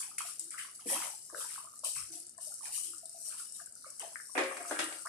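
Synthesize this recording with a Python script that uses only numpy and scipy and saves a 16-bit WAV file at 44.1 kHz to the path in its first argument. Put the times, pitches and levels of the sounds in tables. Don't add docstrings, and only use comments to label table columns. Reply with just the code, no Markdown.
import sys
import numpy as np
from scipy import signal
from scipy.fft import rfft, irfft, next_fast_len
from scipy.io import wavfile
from scipy.ndimage import uniform_filter1d, map_coordinates

SR = 44100
rng = np.random.default_rng(int(sys.argv[2]) if len(sys.argv) > 2 else 0)


def generate_wav(sig):
    pcm = np.round(np.clip(np.atleast_2d(sig).T, -1, 1) * 32767).astype(np.int16)
    wavfile.write(sys.argv[1], SR, pcm)


N = 224307
TOP_HZ = 14450

# f/Hz, relative level/dB
STOVE_SPECTRUM = [(20, -38), (45, 3), (65, 0.5), (130, 6.5), (300, 4.5), (600, -0.5), (1200, -11),
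                  (2500, -15), (6000, -57)]
STOVE_DB = -75
# t/s, level/dB, f/Hz, rise/s
HUMS = [(0.39, -64, 333, 0.028), (1.92, -64.5, 123, 0.082), (1.929, -70, 67, 0.093),
        (2.089, -58.5, 331, 0.037), (2.79, -67.5, 332, 0.12)]
HUM_WIDTH_HZ, HUM_FADE_DB_PER_S = 42, 125

# t/s, rise/s, sizzle level/dB, froth level/dB,
# bubbling level/dB before its trim, froth f/Hz, bubbling f/Hz
SURGES = [(0.001, 0.0016, -55, -48, -52, 2340, 940), (0.181, 0.0015, -39, -48, -48.5, 2480, 1310),
          (0.236, 0.042, -41.5, -59, -83, 2980, 940), (0.393, 0.0063, -43.5, -73, -66.5, 2500, 1110),
          (0.503, 0.019, -48, -57, -52, 1850, 1460), (0.57, 0.019, -42, -45.5, -41, 2400, 1500),
          (0.789, 0.012, -49.5, -68, -62.5, 2270, 1085), (0.839, 0.09, -31, -45.5, -36.5, 2220, 867),
          (0.914, 0.074, -70, -48, -40, 2010, 1230), (0.992, 0.049, -38.5, -56, -43.5, 2560, 930),
          (1.325, 0.09, -38.5, -56, -46.5, 2530, 1323), (1.452, 0.091, -43.5, -56.5, -52, 2480, 1330),
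          (1.83, 0.03, -34, -51, -54, 3160, 910), (1.935, 0.038, -41, -53.5, -47, 2200, 1340),
          (2.115, 0.021, -43.5, -58, -69, 3600, 770), (2.386, 0.047, -43.5, -79, -67, 2970, 970),
          (2.608, 0.053, -42, -57, -52.5, 2370, 913), (2.693, 0.066, -35, -59.5, -77, 2880, 1210),
          (2.812, 0.039, -42, -61, -69, 2940, 1216), (3.235, 0.034, -41, -68, -67, 1890, 1300),
          (3.288, 0.036, -73, -59.5, -49.5, 3320, 1450), (3.354, 0.04, -42.5, -66, -64, 3300, 1460),
          (3.525, 0.032, -45, -79, -71, 2500, 910), (3.583, 0.013, -69, -77, -63, 2720, 1420),
          (3.84, 0.02, -67, -68, -56.5, 2360, 1230), (3.986, 0.027, -47.5, -51, -47, 2280, 980),
          (4.664, 0.023, -43, -57, -47, 2220, 1250), (4.786, 0.0075, -41, -46, -57, 2560, 1100)]
SIZZLE_FADE_DB_PER_S, FROTH_FADE_DB_PER_S, BUBBLING_FADE_DB_PER_S = 89, 244, 187
# t/s, level/dB
SIMMER = [(0.0, -39), (0.71, -104), (0.75, -46), (0.86, -69), (1.25, -50.5), (1.58, -51), (1.7, -58),
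          (1.76, -52), (2.36, -83), (2.47, -45.5), (3.01, -60), (3.22, -45), (3.67, -60), (3.68, -98),
          (3.77, -53.5), (4.36, -49), (5.05, -47.5)]
# f/Hz, relative level/dB
STEAM_SPECTRUM = [(1500, -59), (2500, -33), (3300, -37.5), (4000, -20.5), (4500, -13.5), (5200, -9.5),
                  (6000, -9.5), (6500, -13), (7200, -6.5), (8000, -2.5), (8800, -0.5), (9800, -2),
                  (11300, -13), (12800, -22.5), (14400, -34)]
# f/Hz, relative level/dB
SPRAY_SPECTRUM = [(7000, -38), (10500, -1.5), (12500, -2), (14400, -15.5)]
# f/Hz, relative level/dB
SPUTTER_SPECTRUM = [(2000, -54), (2550, -23), (2900, 8), (3400, -5.5), (3800, 4), (4500, -2.5), (6000, -12)]
SPUTTER_DB, SPUTTER_FADE_DB_PER_S = -20.5, 112

# f/Hz, relative level/dB
FROTH_SPECTRUM = [(600, -63), (1100, -9), (1500, 17), (2300, 9), (3000, 35), (3700, -44), (5000, -1),
                  (8000, -21)]
# f/Hz, relative level/dB
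BUBBLING_SPECTRUM = [(200, -46), (450, 0.5), (700, 16), (1000, -21), (1300, 13.5), (1700, 7.5), (2600, -2)]
FROTH_REST_DB, BUBBLING_REST_DB = -89, -79.5
# t/s, level/dB, fade time constant/s, f/Hz
HEAVES = [(0.856, -47, 0.072, 327), (1.325, -50.5, 0.056, 500), (1.832, -47.5, 0.018, 690),
          (3.995, -54.5, 0.059, 557)]
FROTH_OCTAVES, BUBBLING_OCTAVES, GURGLE_OCTAVES = 0.44, 0.22, 0.56

SMALL_POPS_PER_SURGE = 8
SMALL_POP_DB, SMALL_POP_LAG_S, SMALL_POP_CYCLES = -4, 0.075, 2.43
# t/s, peak level/dB before pan and room, f/Hz, left minus right level/dB
POPS = [(0.112, -52, 1260, 2), (0.183, -33, 2330, -3), (0.205, -36, 1210, -16), (0.246, -54.5, 728, 9),
        (0.263, -43, 2850, 0), (0.285, -45, 1290, -1), (0.52, -48, 2130, -6), (0.542, -39.5, 1390, 2),
        (0.597, -42, 1700, -4), (0.791, -58.5, 1285, -23), (0.8076, -53, 3080, 0), (0.858, -46, 454, 5),
        (0.862, -54.5, 212, -16), (0.915, -50, 825, 2), (0.935, -41, 1890, 2), (0.962, -54, 880, -7),
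        (1.003, -42, 945, -5), (1.0215, -37, 1340, -9), (1.038, -53, 693, 0), (1.296, -51, 1130, 0),
        (1.299, -56, 1670, -14), (1.328, -55, 507, 12), (1.343, -49, 588, 11), (1.346, -37.5, 1480, 16.5),
        (1.372, -51.5, 528, 0), (1.405, -43, 1310, -2), (1.441, -41.5, 1510, 2), (1.443, -48.5, 970, 0),
        (1.486, -67, 900, -1), (1.503, -48, 2030, 9), (1.527, -55, 2740, 5), (1.558, -44.5, 1430, -10),
        (1.578, -39, 1080, -4), (1.593, -57, 1106, -2), (1.636, -61, 660, 8), (1.646, -49, 1100, 2),
        (1.67, -48, 1220, -7), (1.734, -53.5, 1220, -14), (1.836, -44, 1080, 5), (1.858, -48, 577, -2),
        (1.878, -66, 774, -2), (1.961, -52, 1190, 3), (1.972, -52, 2220, 0), (1.989, -45.5, 1290, 1),
        (2.128, -62, 700, 8), (2.165, -61.5, 700, 0), (2.378, -57, 686, -13), (2.38, -57.5, 1026, -21),
        (2.383, -62.5, 1750, -27), (2.467, -54, 610, -1), (2.501, -59, 770, -9), (2.519, -57.5, 1380, 15),
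        (2.606, -51.5, 1130, -6), (2.632, -53, 910, -16), (2.661, -63, 833, -4), (2.70, -58, 856, 2),
        (2.778, -53, 1170, -9), (2.933, -50, 1310, -1), (3.028, -54.5, 667, 7), (3.048, -61.5, 680, 7),
        (3.058, -52, 4050, 7), (3.142, -53, 685, 2), (3.17, -56, 672, 4), (3.272, -61.5, 630, 3),
        (3.326, -56, 1280, -9), (3.397, -47, 1330, -3), (3.412, -59, 1200, -3), (3.592, -55, 1240, -12),
        (3.599, -48.5, 1600, 16), (3.608, -60.5, 710, 17), (3.669, -64, 1525, 29), (3.759, -61, 1410, 8),
        (3.822, -56.5, 4100, -7), (3.843, -45, 1300, -9), (3.861, -51, 584, 4), (4.01, -62, 1180, 0),
        (4.0108, -52, 2740, 9), (4.03, -40, 708, -4), (4.043, -49, 663, 0), (4.067, -54, 696, -3),
        (4.114, -61, 627, -7), (4.157, -33.5, 1750, 17), (4.2, -40.5, 1630, 9), (4.292, -59.5, 1080, 22),
        (4.51, -37, 1150, 11), (4.519, -47, 1270, 23), (4.65, -38, 1260, 3), (4.99, -50, 1370, 6),
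        (5.053, -38.5, 1160, 1), (5.055, -49, 700, -3), (5.06, -32.5, 1290, 0), (5.071, -36, 1720, 1)]
POP_CYCLES, POP_USUAL_DB, POP_HALVING_DB = 1.68, -44.5, 19.5
# f/Hz, width/Hz, level/dB relative to the direct sound
PAN_RESONANCES = [(319, 3.3, 3), (672, 14.6, -0.5), (1214, 62, -7)]

# t/s, level/dB before a common trim
SPITS = [(0.183, -24), (0.2164, -32), (0.3945, -25.5), (0.4404, -36), (0.5055, -34), (1.7913, -38),
         (1.8455, -26), (2.118, -38), (2.156, -37), (2.2004, -34), (2.2665, -36.5), (2.2937, -37.5),
         (2.3785, -37.5), (2.5403, -31), (2.9817, -34), (3.0552, -33.5), (3.0942, -36), (3.1293, -38),
         (3.5219, -35), (3.6596, -36), (3.7234, -41), (3.7524, -37.5), (3.8706, -41), (3.9022, -34.5),
         (3.9955, -29), (4.57, -36), (4.6573, -37), (4.8405, -31), (5.02, -36), (5.057, -33)]
# f/Hz, relative level/dB
TICK_SPECTRUM = [(900, -27), (2000, -32), (3500, -31), (5000, -4.5), (6500, -2), (8500, 12), (10000, 5.5),
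                 (12000, -11.5), (14400, -22)]

# t/s, thud level/dB before a common trim, hard-edge level/dB relative to the thud,
# ring level/dB before the mode levels, chatter time constant/s, upper -3 dB edge of the thud f/Hz
KNOCKS = [(4.353, -25, -26, -49.5, 0.016, 2500), (4.378, -16.5, -9.5, -43, 0.01, 2630),
          (4.383, -26, 1, -48, 0.0039, 3000), (4.390, -27, 2.5, -43.5, 0.0059, 2800),
          (4.412, -22, -18, -50, 0.0054, 1200), (4.435, -25, -4, -57, 0.0064, 2500),
          (4.569, -38, 5, -60, 0.0048, 3000), (4.606, -34.5, -23, -62, 0.014, 1800),
          (4.711, -23, -9.5, -51, 0.015, 1580), (4.7905, -26, 6, -53, 0.0082, 2500),
          (4.795, -26.5, 3.5, -50, 0.012, 2200), (4.926, -51, 18.5, -81, 0.0055, 2500)]
# t/s, rubbing level/dB before a common trim
DRAG = [(4.35, -28), (4.41, -32), (4.48, -33.5), (4.55, -40), (4.61, -44.5), (4.69, -47), (4.75, -37),
        (4.9, -41), (5.04, -68)]
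# f/Hz, relative level/dB
THUD_SPECTRUM = [(70, -59), (150, -36), (250, -5), (350, 1.5), (460, -0.5), (720, 4.5), (950, -3),
                 (1600, 1), (2400, -2), (3000, -13), (4000, -11), (6500, -22), (9000, -48)]
THUD_LOW_HZ = 202
# f/Hz, relative level/dB
EDGE_SPECTRUM = [(300, -26), (1500, 11), (2500, 7), (4000, 0.5), (6000, -0.5), (9000, -2.5), (13000, -45)]
# f/Hz, resting level/dB, tipped-up level/dB, t60/s
BOWL_MODES = [(255, -9.5, -24, 0.48), (302, -12, -1, 0.34), (325.6, -8, 7.5, 0.41), (371.6, 5, 0, 0.32),
              (535, 2.5, -22, 0.48), (571, -6, -3, 0.52), (630, -6, -2, 0.37), (697, -4, -2, 0.27),
              (798, 0, -18, 0.45), (1090, -1, -3, 0.47), (1143, -14, 5, 0.26), (1230, -5, -3, 0.67),
              (1370, -14, -1, 0.65), (1480, -18, 3, 0.28), (1540, -16, -4, 0.5), (1657, 3, -14, 0.19),
              (1960, 3, -4, 0.24), (2031, -12, -6, 0.33), (2220, -4, -1, 0.6), (2470, 10.5, -8, 0.17),
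              (2770, -15, -16, 0.6), (2850, -12, -4, 0.71)]
TIP_S = 4.7
GRIP_DB, GRIP_PER_S = 4, 45
# t/s of the crest, level/dB, f/Hz, half-length to 1/e in s
SINGING = [(4.61, -41, 700, 0.01), (4.679, -44.5, 694, 0.031)]

# f/Hz, correlation
LIKENESS = [(60, 0.96), (300, 0.73), (630, 0.5), (1300, 0), (3000, 0)]
# f/Hz, left minus right level/dB
IMAGE_TILT = [(200, 0.5), (500, 3.5), (1260, 0.5), (2500, 2), (5000, 4), (7000, 6), (8200, 14.5),
              (9800, -1), (11500, 0), (14000, 11.5)]
# f/Hz, t60/s
KITCHEN_T60 = [(150, 0.14), (1000, 0.2), (4000, 0.39), (12000, 0.032)]


def amp(db):
    return 10 ** (np.asarray(db) / 20)


def unit(x):
    return x / np.sqrt(np.mean(x ** 2) + 1e-20)


def along(points, hz):
    f, v = np.transpose(points)
    return np.interp(np.log(hz + 1), np.log(f + 1), v)


def gains(rows):
    s, *columns = np.transpose(rows)
    return [amp(np.interp(np.arange(N) / SR, s, column)) for column in columns]


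def add(track, s, sound):
    start = max(round(s * SR), 0)
    track[:, start:start + sound.shape[1]] += sound[:, :N - start]


def filtered(x, response):
    n = x.shape[-1]
    size = next_fast_len(n + 8192)
    spectrum = rfft(x, size) * response(np.fft.rfftfreq(size, 1 / SR))
    return irfft(spectrum, size)[..., :n]


def diffuse(pair, spectrum):
    def mid_side_gains(hz):
        angle = np.arccos(np.clip(along(LIKENESS, hz), -1, 1)) / 2
        return amp(along(spectrum, hz)) * [np.cos(angle), np.sin(angle)]

    mid, side = filtered(pair, mid_side_gains)
    return unit(np.array([mid + side, mid - side]))


def diffuse_noise(length, spectrum):
    return diffuse(rng.standard_normal((2, length)), spectrum)


def grains(rate, top_hz, life, spread_db):
    count = int(rate * N / SR)
    t = np.arange(int(6 * life * SR)) / SR
    at = (rng.integers(N, size=(count, 1)) + np.arange(len(t))).ravel()
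    hz = rng.uniform(0, top_hz, (count, 1))
    size = amp(spread_db * np.clip(rng.standard_normal((count, 1)), -2, 2))
    shape = size * t / life * np.exp(-t / life)

    def channel():
        rings = shape * np.sin(2 * np.pi * (hz * t + rng.random((count, 1))))
        return np.bincount(at, rings.ravel(), N)[:N]

    return unit(np.array([channel(), channel()]))


def wander(x, depth_db):
    bands = signal.stft(x, nperseg=512)[2]
    field = uniform_filter1d(rng.standard_normal(bands.shape), size=3, axis=1)
    field = uniform_filter1d(field, size=22, axis=2)
    return unit(signal.istft(bands * amp(depth_db * unit(field)))[1][:, :N])


def room(x, wet_db):
    hz, t, bands = signal.stft(diffuse_noise(SR // 2, [(1, 0)]), SR, nperseg=256)
    tail = signal.istft(bands * amp(-60 * t / along(KITCHEN_T60, hz)[:, None]), SR)[1]
    tail = np.pad(tail / np.linalg.norm(tail[0]), ((0, 0), (SR // 400, 0)))
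    return x + amp(wet_db) * signal.fftconvolve(x, tail, axes=1)[:, :x.shape[1]]


def swell(age, rise, fade_db_per_s):
    rising = np.sin(np.pi / 2 * np.clip(age / rise, 0, 1)) ** 2
    return rising * amp(-fade_db_per_s * np.maximum(age - rise, 0))


def surging(levels_db, fade_db_per_s, rest):
    t = np.arange(N) / SR
    power = rest ** 2
    for (s, rise, *_), db in zip(SURGES, levels_db):
        power = power + (amp(db) * swell(t - s, rise, fade_db_per_s)) ** 2
    return np.sqrt(power)


def background():
    out = amp(STOVE_DB) * diffuse_noise(N, STOVE_SPECTRUM)
    t = np.arange(SR // 2) / SR
    for s, db, hz, rise in HUMS:
        noise = rng.standard_normal((1, len(t)))
        band = filtered(noise, lambda f: np.exp(-((f - hz) / HUM_WIDTH_HZ) ** 2))
        add(out, s, amp(db) * unit(band) * swell(t, rise, HUM_FADE_DB_PER_S))
    return out


def sizzle(tick_share=0.39, spray_db=-16.5):
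    levels_db = [db for _, _, db, *_ in SURGES]
    heat = surging(levels_db, SIZZLE_FADE_DB_PER_S, gains(SIMMER)[0])
    usual = np.mean(heat)
    swarm = grains(rate=15000, top_hz=TOP_HZ, life=0.00009, spread_db=-1.0)
    fizz = wander(diffuse(swarm, STEAM_SPECTRUM), depth_db=4.2)
    ticks = diffuse(grains(rate=500, top_hz=TOP_HZ, life=0.00025, spread_db=2.5), STEAM_SPECTRUM)
    spray = diffuse_noise(N, SPRAY_SPECTRUM)
    coarse = diffuse(grains(rate=4000, top_hz=7000, life=0.0005, spread_db=2), SPUTTER_SPECTRUM)
    coarse = wander(coarse, depth_db=6)
    sputter = amp(SPUTTER_DB) * surging(levels_db, SPUTTER_FADE_DB_PER_S, 0) * coarse
    tick_gain = tick_share * np.sqrt(heat * usual)
    spray_gain = amp(spray_db) * heat * np.sqrt(heat / usual)
    return sputter + heat * fizz + tick_gain * ticks + spray_gain * spray


def clutch(swarm, s, hz, octaves):
    part = np.roll(swarm, -round(s * SR), axis=1)[:, :SR // 2]
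    return diffuse(part, [(hz * 2 ** (k * octaves), -3 * k * k) for k in range(-4, 5)])


def boil(bubbling_trim_db=-13):
    t = np.arange(SR // 2) / SR
    small = wander(grains(rate=1000, top_hz=5720, life=0.0011, spread_db=3.5), depth_db=4)
    large = grains(rate=600, top_hz=2400, life=0.0015, spread_db=4)
    deep = grains(rate=500, top_hz=1500, life=0.003, spread_db=3)
    out = amp(FROTH_REST_DB) * diffuse(small, FROTH_SPECTRUM)
    out += amp(BUBBLING_REST_DB) * diffuse(large, BUBBLING_SPECTRUM)
    for s, rise, _, froth_db, bubbling_db, froth_hz, bubbling_hz in SURGES:
        froth_gain = amp(froth_db) * swell(t, rise, FROTH_FADE_DB_PER_S)
        add(out, s, froth_gain * clutch(small, s, froth_hz, FROTH_OCTAVES))
        bubbling_gain = amp(bubbling_db + bubbling_trim_db) * swell(t, rise, BUBBLING_FADE_DB_PER_S)
        add(out, s, bubbling_gain * clutch(large, s, bubbling_hz, BUBBLING_OCTAVES))
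    for s, db, fade, hz in HEAVES:
        gurgle_gain = amp(db) * (1 - np.exp(-t / 0.0056)) * np.exp(-t / fade)
        add(out, s, gurgle_gain * clutch(deep, s, hz, GURGLE_OCTAVES))
    return room(out, wet_db=-5.0)


def dome(t, hz, cycles, glide=0.001, scatter=0.0001):
    delay = rng.uniform(0, scatter, (2, 1))
    age = np.maximum(t - delay, 0) * hz / cycles
    envelope = ((age / 2) ** 2 * np.exp(2 - age)) ** 3
    return envelope * np.sin(2 * np.pi * cycles * age * (1 + glide * (age - 4)))


def small_pops(spread_db=2.5, spread_octaves=0.324):
    out, t = np.zeros((2, N)), np.arange(SR // 20) / SR
    for s, rise, _, _, bubbling_db, _, bubbling_hz in SURGES:
        draws = np.clip(rng.standard_normal((SMALL_POPS_PER_SURGE, 3)), -2, 2)
        for size, pitch, wait in draws:
            lag = SMALL_POP_LAG_S * abs(wait)
            db = bubbling_db + SMALL_POP_DB + spread_db * size - BUBBLING_FADE_DB_PER_S * lag / 2
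            hz = bubbling_hz * 2 ** (spread_octaves * pitch)
            add(out, s + rise / 2 + lag, amp(db) * dome(t, hz, SMALL_POP_CYCLES))
    return room(out, wet_db=-3.5)


def pops(wet_db=-0.5, wet_change_per_db_below_usual=-0.0142):
    out, t = np.zeros((2, N)), np.arange(SR // 5) / SR
    for s, db, hz, pan_db in POPS:
        below_usual_db = POP_USUAL_DB - db
        cycles = POP_CYCLES * 2 ** (below_usual_db / POP_HALVING_DB)
        ring = amp(db) * dome(t, hz, cycles)
        lean_change = ring * (amp([[pan_db / 2], [-pan_db / 2]]) - 1)
        pop_wet_db = wet_db + wet_change_per_db_below_usual * below_usual_db
        add(out, s, room(ring, pop_wet_db) + lean_change)
    return out


def pan_response(hz):
    response = 1
    for f, width, db in PAN_RESONANCES:
        damping = 1j * hz * width
        response = response + amp(db) * damping / (f * f - hz * hz + damping)
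    return response


def spits(life=0.0014, fizzle_db=-17, trim_db=-5):
    out, t = np.zeros((2, N)), np.arange(SR // 3) / SR
    flash = t / life * np.exp(1 - t / life) + amp(fizzle_db) * np.exp(-t / 0.0077)
    for s, db in SPITS:
        tick = diffuse_noise(len(t), TICK_SPECTRUM) * flash
        add(out, s, room(amp(db + trim_db) * tick, wet_db=-5))
    return out


def bowl_knocks(crack_db=-7, knock_trim_db=-11.0, drag_trim_db=-10):
    t = np.arange(SR // 5) / SR
    slips = diffuse(grains(rate=400, top_hz=3500, life=0.0009, spread_db=4), THUD_SPECTRUM)
    touching = np.arange(N) / SR > KNOCKS[0][0]
    out = amp(drag_trim_db) * gains(DRAG)[0] * touching * slips
    for s, db, hard_db, _, life, top_hz in KNOCKS:
        thud = diffuse_noise(len(t), THUD_SPECTRUM)
        thud = unit(filtered(thud, lambda hz: 1 / np.sqrt(1 + (hz / top_hz) ** 6)))
        edge = amp(hard_db) * diffuse_noise(len(t), EDGE_SPECTRUM)
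        envelope = np.exp(-t / life) + amp(crack_db) * np.exp(-t / 0.002)
        add(out, s, amp(db + knock_trim_db) * envelope * (thud + edge))

    def low_cut(hz):
        ratio = (hz / THUD_LOW_HZ) ** 4
        return ratio / np.hypot(1, ratio)

    return room(filtered(out, low_cut), wet_db=-2.5)


def bowl_ring(waver=0.29, tilt=0.078, scatter=0.00052, attack=0.0045):
    out, t = np.zeros((2, N)), np.arange(SR // 2) / SR

    def tone(hz):
        drift = waver * np.cumsum(rng.standard_normal(len(t))) / np.sqrt(SR / 20)
        grip = amp(GRIP_DB * map_coordinates(rng.standard_normal(GRIP_PER_S), [t * GRIP_PER_S]))
        arrival = rng.uniform(0, scatter, (2, 1))
        return unit(grip) * np.sin(2 * np.pi * (hz * (t - arrival) + rng.random()) + drift)

    for s, _, hard_db, ring_db, *_ in KNOCKS:
        for hz, resting_db, tipped_db, t60 in BOWL_MODES:
            mode_db = tipped_db if s > TIP_S else resting_db
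            db = ring_db + mode_db + tilt * hard_db * np.log2(hz / 1000)
            add(out, s, amp(db - 60 * t / t60) * (1 - np.exp(-t / attack)) * tone(hz))
    for s, db, hz, length in SINGING:
        middle = t.mean()
        add(out, s - middle, amp(db) * np.exp(-((t - middle) / length) ** 2) * tone(hz))
    return out


def image_tilt(hz):
    pair = amp(np.outer([0.5, -0.5], along(IMAGE_TILT, hz)))
    return pair / np.sqrt(np.mean(pair ** 2, axis=0))


def scene():
    broth = background() + sizzle() + boil()
    bubbles = filtered(small_pops() + pops(), pan_response)
    return filtered(broth + bubbles + spits() + bowl_knocks() + bowl_ring(), image_tilt)


def record(dry):
    return filtered(dry, lambda hz: hz < TOP_HZ)


dry = scene()
out = record(dry)
generate_wav(out)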